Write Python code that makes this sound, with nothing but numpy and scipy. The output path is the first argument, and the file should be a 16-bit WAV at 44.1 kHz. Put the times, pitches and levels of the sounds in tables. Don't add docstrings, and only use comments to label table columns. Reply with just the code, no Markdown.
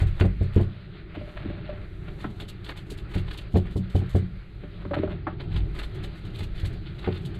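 import sys
import numpy as np
from scipy import signal
from scipy.fft import rfft, irfft, next_fast_len
from scipy.io import wavfile
from scipy.ndimage import uniform_filter1d, map_coordinates

SR = 44100
rng = np.random.default_rng(int(sys.argv[2]) if len(sys.argv) > 2 else 0)


def int16_out(signal):
    q = np.round(np.clip(np.atleast_2d(signal).T, -1, 1) * 32767)
    wavfile.write(sys.argv[1], SR, q.astype(np.int16))


N = 325899

# time_s, level_db
DEEP_LEVEL = [(0.0, -26.5), (0.68, -37), (0.88, -50.5), (1.89, -39.5), (2.84, -43.5), (3.15, -37),
              (4.16, -39), (4.32, -43.5), (5.21, -47.5), (5.56, -30), (6.13, -41.5), (6.67, -33),
              (7.08, -49), (7.39, -54)]
HULL_LEVEL = [(0.75, -46.5), (1.64, -39.5), (2.82, -41), (3.58, -42.5), (3.71, -38), (4.1, -55),
              (4.25, -50), (4.45, -48.5), (4.76, -41.5), (5.06, -36), (5.98, -39.5), (6.35, -38),
              (7.39, -37)]
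HISS_LEVEL = [(0.0, -51.5), (0.95, -53), (1.54, -54), (1.81, -54), (2.76, -55.5), (3.27, -51.5),
              (3.72, -57.5), (4.11, -50.5), (4.47, -57), (4.84, -54), (4.96, -55), (6.61, -50),
              (6.69, -51.5), (7.39, -52.5)]
TREBLE_LEVEL = [(0, -76), (1.08, -89.5), (1.32, -75), (1.58, -99), (1.8, -81.5), (2.2, -75), (2.6, -84),
                (4.9, -83.5), (5.3, -95), (5.7, -79.5), (7.39, -83)]
# freq_hz, gain_db
DEEP_SPECTRUM = [(12, -12), (28, -1.5), (38, -13.5), (49, 3.5), (62, -10.5), (90, -39), (200, -120)]
HULL_SPECTRUM = [(12, -26), (20, -3), (43, 8.5), (56, 0.5), (71, -9), (91, 1.5), (134, -3), (186, -5.5),
                 (247, -26), (323, -13), (380, -16), (416, -17), (483, -41), (603, -42.5), (700, -30.5),
                 (910, -38), (1540, -120)]
HISS_SPECTRUM = [(320, -13), (550, -5.5), (594, -5), (672, -13), (895, -18), (1360, -7), (1540, -10),
                 (2140, -10), (2990, -15.5), (4020, -16), (4720, -24.5), (5400, -44), (7020, -75),
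                 (11900, -120)]
TREBLE_SPECTRUM = [(3000, -60), (5500, -2), (8000, 0), (10000, -3), (12000, 0), (13500, -13), (16000, -27)]
# freq_hz, t60_s
CABIN_DECAY = [(100, 0.71), (500, 0.26), (3000, 0.18), (12000, 0.032)]
# start_s, knock_db, wall_db, clack_db
CUP_TAPS = [(1.168, -24, -36.5, -66), (1.211, -32, -35.5, -57), (1.274, -43, -35, -62),
            (1.45, -26, -47, -52), (1.498, -26.5, -39, -56), (1.571, -34, -57, -54), (1.691, -34, -28, -53),
            (1.725, -35, -37, -58), (2.242, -24, -49, -29), (2.914, -28.5, -42.5, -56),
            (4.634, -30.5, -42, -51), (4.85, -26, -41, -42), (4.909, -24.5, -26, -35.5),
            (4.934, -25.5, -43, -29.5), (4.964, -21.5, -27, -37.5), (4.988, -16, -43, -47),
            (5.032, -18, -27.5, -42), (5.075, -35, -33, -40.5), (5.268, -26, -39, -26.5),
            (5.276, -34, -33, -39)]
# freq_hz, level_db, t60_s
CUP_MODES = [(87, -8, 0.56), (150.4, -4.5, 0.21), (220.6, -4, 0.15), (310, 0.5, 0.11), (392, -2, 0.11),
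             (598.5, 1.5, 0.16), (747, 6, .07), (756, -10, 0.058), (995, -26, 0.049), (1166, -5.5, 0.075),
             (1318, 2, 0.12), (1610, -31, 0.055), (1780, -7, 0.082), (2050, -19, .06)]
# centre_s, level_db, half_length_s
CUP_WIPES = [(1.157, -49, 0.0093), (1.3, -50.5, 0.032), (1.394, -50.5, 0.022), (1.478, -54.5, 0.058),
             (1.693, -54, 0.11), (2.086, -48, 0.0057), (4.815, -53, .012), (4.946, -34.5, 0.0053),
             (4.989, -46, .007), (5.029, -43.5, 0.0044), (5.125, -49, 0.023)]
# freq_hz, gain_db
CLACK_SPECTRUM = [(100, -43), (700, 8.5), (1400, 9), (2000, -1.5), (2700, -15), (4300, -28), (6000, -61)]
SCRAPE_SPECTRUM = [(100, -35), (480, -10), (610, 7), (800, 4), (1400, 6.5), (2200, 3.5), (3000, 0.5),
                   (4300, -6), (5500, -42), (9000, -59), (15000, -71)]
# start_s, crackle_db, slap_db, squish_db,
# touch_db (first touch re press), peel_after_s, peel_db
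DABS = [(0.013, -49.5, -61, -38.5, 7, 0.059, -53), (0.199, -44.5, -43, -28.5, -19, 0.055, -58),
        (0.427, -55.5, -62, -72, -21, 0.11, -57.5), (0.557, -56, -48, -39.5, -16, 0.055, -53.5),
        (2.24, -60.5, -55, -48, 5.5, 0.064, -62), (2.402, -46.5, -37.5, -40, -20, 0.084, -46),
        (2.646, -53, -47, -66, -26, 0.034, -58), (2.689, -51, -41.5, -35, -20, 0.083, -47),
        (2.904, -42, -60, -51, -23, 0.073, -51), (3.142, -48, -41.5, -36.5, -9.5, 0.039, -48.5),
        (3.308, -57, -45, -44.5, -5, .026, -57), (3.376, -47, -38, -44.5, -19, .03, -72),
        (3.564, -45.5, -44.5, -47, -11, 0.051, -70), (3.659, -66, -49, -41, -32, .052, -58.5),
        (3.767, -47.5, -69, -68, -19, 0.134, -57.5), (3.954, -47, -43.5, -52, -18, 0.029, -54.5),
        (4.096, -51.5, -51, -64, -21, 0.031, -62), (4.155, -47.5, -59, -67, -26, 0.027, -61),
        (5.403, -65, -44, -39.5, -27, .03, -74), (5.563, -53.5, -39.5, -39.5, -7.5, 0.011, -71),
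        (5.79, -47.5, -38.5, -34.5, -7, .042, -49.5), (5.947, -54, -57, -52, -23, .087, -48),
        (6.155, -62, -56, -52, -12, 0.022, -63), (6.252, -57, -42.5, -57, -21, 0.049, -73),
        (6.389, -47, -37.5, -43, -6.5, 0.042, -51), (6.598, -53, -47, -64, -3, 0.055, -45),
        (6.731, -59, -68, -48.5, -10, 0.039, -86), (6.865, -75, -43, -53, -23, 0.026, -79),
        (6.99, -56, -49, -56, -12, 0.056, -76), (7.068, -67, -52, -41, 3, 0.071, -66),
        (7.149, -64, -48.5, -48, -2.5, 0.022, -61), (7.253, -47, -48, -50, -19, 0.093, -56.5)]
# freq_hz, gain_db
CRACKLE_SPECTRUM = [(800, -73), (3000, 8), (4400, 4.5), (5700, -9), (7800, -2), (10000, -8.5),
                    (12000, -6.5), (14000, -19), (16000, -26)]
SLAP_SPECTRUM = [(1200, -26), (2400, -3.5), (3300, 5.5), (4300, 1.5), (4900, -12), (5600, -31), (9000, -49)]
SQUISH_SPECTRUM = [(100, -47), (300, 15.5), (600, 6.5), (1400, 7.5), (2200, 7.5), (3600, -4), (4650, -7.5),
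                   (5600, -55), (9000, -71)]
# start_s, boom_db, second_mode_db, knock_db, upper_db (upper modes re knock)
HATCH_BLOWS = [(0.017, -9.5, -31.5, -33.5, 5), (.208, -6, -33, -17.5, 0.5), (.24, -23, -23, -21, 1.5),
               (0.408, -13, -28, -27, 0.5), (.561, -6, -21.5, -11, -10.5), (0.591, -40, -43, -21.5, 3.5),
               (.613, -20.5, -28, -46, -8), (2.25, -38, -54, -37, -3), (2.411, -34, -52, -36.5, 0),
               (3.154, -15, -26.5, -27, -2), (3.54, -11.5, -17.5, -33.5, 9),
               (3.553, -11.5, -11.5, -16, 2.5), (3.756, -15, -30.5, -23.5, -3), (3.794, -47, -26, -48, -13),
               (3.947, -10, -24, -19, -1), (4.01, -26, -30.5, -32, 1), (4.146, -9, -22, -17, -0.5),
               (4.221, -34, -29, -45, -8), (5.546, -21, -39, -49, 0), (6.405, -22, -37, -37, -14),
               (6.631, -19.5, -39, -37.5, 2), (7.071, -19, -27, -18, 1)]
# freq_hz, level_db, t60_s
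HATCH_MODES = [(49.4, -26, 0.64), (74.5, -1, 0.11), (90.96, -3.5, 0.39), (126, -8.5, 0.58), (182.4, 2, 0.4),
               (226, -7.5, 0.33), (305, -3.5, 0.14), (357.3, -1.5, 0.17), (420, -7.5, 0.23),
               (573.6, -13.5, 0.15), (669, -14, 0.12), (753.6, -15.5, 0.12), (903, -22, 0.088),
               (1089, -24.5, 0.12)]
# freq_hz, gain_db
THUMP_SPECTRUM = [(60, -44), (180, 2.5), (380, 8.5), (520, 0), (780, -4), (1100, -19), (2000, -18.5),
                  (4500, -40), (6000, -57)]

SHAKE_DB, SHAKE_RISE_S, SHAKE_T60_S = -27, 0.01, 0.39
TOUCH_LEAD_S, TOUCH_WIDTH_S = 0.025, 0.015
PRESS_SWELL_S, PRESS_HOLD_S, PRESS_T60_S = 0.0025, 0.011, 0.1
SQUISH_SWELL_S, SQUISH_HOLD_S, SQUISH_T60_S = 0.0037, 0.0051, 0.13
PEEL_SWELL_S, PEEL_HOLD_S, PEEL_T60_S = 0.004, 0.0089, 0.11
PEEL_SQUISH_DB, PEEL_SLAP_DB = -1.5, 2.5
SOAK_DB, SOAK_WIDTH_S = -35, 0.064
CLUMP_DB, CLUMPS_PER_S = 4.5, 180
KNOCK_LAG_S = 0.00308
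FREE_RING, KNOCK_DAMPING = 0.99, 3.85
TOP_HZ = 15800


def amp(db):
    return 10 ** (np.asarray(db) / 20)


def unit(x):
    return x / np.sqrt(np.mean(x ** 2) + 1e-20)


def along(points, hz):
    point_hz, values = np.transpose(points)
    return np.interp(np.log(hz + 1), np.log(point_hz + 1), values)


def level_curve(rows):
    time_s, level_db = np.transpose(rows)
    return np.interp(np.arange(N) / SR, time_s, level_db)


def wobble(knots_per_s):
    knots = rng.standard_normal(int(N * knots_per_s / SR) + 4)
    return map_coordinates(knots, [np.arange(N) * knots_per_s / SR])


def filtered(x, response):
    size = next_fast_len(len(x) + SR // 4)
    hz = np.fft.rfftfreq(size, 1 / SR)
    return irfft(rfft(x, size) * response(hz), size)[:len(x)]


def coloured(x, spectrum):
    return unit(filtered(x, lambda hz: amp(along(spectrum, hz))))


def noise(spectrum):
    return coloured(rng.standard_normal(N), spectrum)


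def pops(rate_per_s, spread_db):
    hits = rng.random(N) < rate_per_s / SR
    return hits * rng.standard_normal(N) * amp(spread_db * rng.standard_normal(N))


def fade(t, t60_s):
    return np.exp(-np.log(1000) * t / t60_s)


def stroke(t, swell_s, hold_s, t60_s):
    return np.exp(np.minimum(t, 0) / swell_s) * fade(np.maximum(t - hold_s, 0), t60_s)


def add(track, start_s, sound):
    start = round(start_s * SR)
    sound = sound[max(-start, 0):]
    part = track[max(start, 0):][:len(sound)]
    part += sound[:len(part)]


def ring(modes, colour, t, length, rise_cycles, scatter_db, detune):
    out = np.zeros(len(t))
    scatter = rng.standard_normal((len(modes), 2))
    for (hz, db, t60_s), (size, shift) in zip(modes, scatter):
        gain = amp(db + along(colour, hz) + scatter_db * size)
        rise = 1 - np.exp(-(t * hz / rise_cycles) ** 2)
        swing = np.sin(2 * np.pi * hz * (1 + detune * shift) * t)
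        out += gain * rise * fade(t, t60_s * length) * swing
    return out


def patchy(x, depth_db):
    spectra = signal.stft(x, nperseg=512)[2]
    field = rng.standard_normal(spectra.shape)
    for _ in range(2):
        field = uniform_filter1d(field, size=11, axis=0)
        field = uniform_filter1d(field, size=11, axis=1)
    uneven = spectra * amp(depth_db * unit(field))
    return unit(signal.istft(uneven, nperseg=512)[1][:N])


def background():
    shake, t = np.zeros(N), np.arange(SR) / SR
    for start_s, boom_db, *_ in HATCH_BLOWS:
        rise = 1 - np.exp(-(t / SHAKE_RISE_S) ** 2)
        add(shake, start_s, amp(boom_db + SHAKE_DB) * rise * fade(t, SHAKE_T60_S))
    deep = amp(level_curve(DEEP_LEVEL) + 0.5 + 1.9 * wobble(5.1)) * noise(DEEP_SPECTRUM)
    drone = unit(filtered(noise(HULL_SPECTRUM), lambda hz: hz ** 2 / (hz ** 2 + 60 ** 2)))
    hull = (amp(level_curve(HULL_LEVEL) + 1.96 + 2.2 * wobble(9)) + shake) * drone
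    air = patchy(noise(HISS_SPECTRUM), depth_db=1.7)
    hiss = amp(level_curve(HISS_LEVEL) - 0.37 + 1.3 * wobble(19)) * air
    treble = amp(level_curve(TREBLE_LEVEL)) * noise(TREBLE_SPECTRUM)
    return deep + hull + hiss + treble


def cabin(x):
    hz, t, spectra = signal.stft(rng.standard_normal(SR // 2), SR, nperseg=256)
    decay = amp(-60 * t / along(CABIN_DECAY, hz)[:, None])
    tail = signal.istft(spectra * decay, SR, nperseg=256)[1]
    return signal.fftconvolve(x, tail / np.linalg.norm(tail))[:N]


def walls(x, count=8):
    out = x.copy()
    delays_s = rng.uniform(0.001473, 0.012, count)
    for delay_s, sign in zip(delays_s, np.sign(rng.standard_normal(count))):
        add(out, delay_s, 0.15 * sign * x)
    return out


def cup():
    shell, crack, t = np.zeros(N), np.zeros(N), np.arange(SR // 3) / SR
    now = np.arange(N) / SR
    rub = np.zeros(N)
    for centre_s, db, half_s in CUP_WIPES:
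        rub += amp(db) * np.exp(-((now - centre_s) / half_s) ** 2 / 2)
    contact = 1 - np.exp(-(t / 0.0012) ** 2)
    for start_s, knock_db, wall_db, clack_db in CUP_TAPS:
        colour = [(400, knock_db), (610, wall_db), (830, clack_db - 7.0)]
        add(shell, start_s, ring(CUP_MODES, colour, t, length=0.76, rise_cycles=0.87,
                                 scatter_db=3.5, detune=0.021))
        add(crack, start_s, amp(clack_db) * contact * fade(t, 0.065))
        drag = amp(clack_db - 24) + amp(knock_db - 26)
        add(rub, start_s, drag * contact * fade(t, 0.093))
    slips = rub * amp(2.8 * wobble(70))
    wall = fade(t, 0.09) * np.sin(2 * np.pi * 605 * t)
    hollow = signal.fftconvolve(slips * rng.standard_normal(N), wall / np.linalg.norm(wall))[:N]
    coarse = coloured(pops(rate_per_s=2200, spread_db=1.5), SCRAPE_SPECTRUM)
    fine = coloured(pops(rate_per_s=2600, spread_db=2.0), CRACKLE_SPECTRUM)
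    scrape = slips * (amp(-0.5) * coarse + amp(-29) * fine)
    clack = crack * noise(CLACK_SPECTRUM)
    return amp(-1.5) * shell + amp(-0.2) * clack + scrape + amp(-1.5) * hollow


def bristles():
    early_s = 1 / 5
    t = np.arange(SR * 2 // 3) / SR - early_s
    tips = np.exp(-((t + TOUCH_LEAD_S) / TOUCH_WIDTH_S) ** 2 / 2)
    soak = amp(SOAK_DB) * np.exp(-(t / SOAK_WIDTH_S) ** 2 / 2)
    press = stroke(t, PRESS_SWELL_S, PRESS_HOLD_S, PRESS_T60_S) + soak
    squeeze = stroke(t, SQUISH_SWELL_S, SQUISH_HOLD_S, SQUISH_T60_S)
    crackle, slap, squish = np.zeros((3, N))
    for start_s, crackle_db, slap_db, squish_db, touch_db, peel_after_s, peel_db in DABS:
        touch = amp(touch_db) * tips
        wet = amp(-2.0) * touch + squeeze
        peel = amp(peel_db) * stroke(t - peel_after_s, PEEL_SWELL_S, PEEL_HOLD_S, PEEL_T60_S)
        add(crackle, start_s - early_s, amp(crackle_db) * (touch + press) + peel)
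        add(slap, start_s - early_s, amp(slap_db) * wet + amp(PEEL_SLAP_DB) * peel)
        add(squish, start_s - early_s, amp(squish_db) * wet + amp(PEEL_SQUISH_DB) * peel)
    grains = amp(2 * wobble(260)) * pops(rate_per_s=9000, spread_db=2.5)
    clumps = amp(CLUMP_DB * wobble(CLUMPS_PER_S))
    snaps = crackle * coloured(grains, CRACKLE_SPECTRUM)
    film = slap * coloured(clumps * pops(rate_per_s=2700, spread_db=1.0), SLAP_SPECTRUM)
    mush = squish * coloured(clumps * pops(rate_per_s=4000, spread_db=3.5), SQUISH_SPECTRUM)
    return amp(-2.5) * snaps + amp(-2.5) * film + amp(0.8) * mush


def hatch():
    panel, blur, t = np.zeros(N), np.zeros(N), np.arange(SR * 2 // 3) / SR
    low_modes, high_modes = HATCH_MODES[:5], HATCH_MODES[5:]
    for start_s, boom_db, second_db, knock_db, upper_db in HATCH_BLOWS:
        length = FREE_RING / (1 + KNOCK_DAMPING * amp(knock_db))
        knock_s = start_s + KNOCK_LAG_S
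        boom_colour = [(110, boom_db), (170, second_db)]
        knock_colour = [(430, knock_db), (580, knock_db + upper_db)]
        add(panel, start_s, ring(low_modes, boom_colour, t, length, rise_cycles=0.3,
                                 scatter_db=1, detune=0.012))
        add(panel, knock_s, ring(high_modes, knock_colour, t, length, rise_cycles=0.59,
                                 scatter_db=1.5, detune=0.019))
        add(blur, knock_s, amp(knock_db + upper_db) * (1 - np.exp(-t / 0.0003)) * fade(t, 0.14))
    return panel + amp(-10) * blur * noise(THUMP_SPECTRUM)


def scene():
    thuds = hatch()
    small = cup() + amp(-2.2) * walls(bristles())
    room = cabin(amp(-18.5) * thuds + amp(-14.0) * small)
    return (thuds + small + room + background())[None]


def record(dry):
    return filtered(dry[0], lambda hz: hz < TOP_HZ)[None]


dry = scene()
out = record(dry)
int16_out(out)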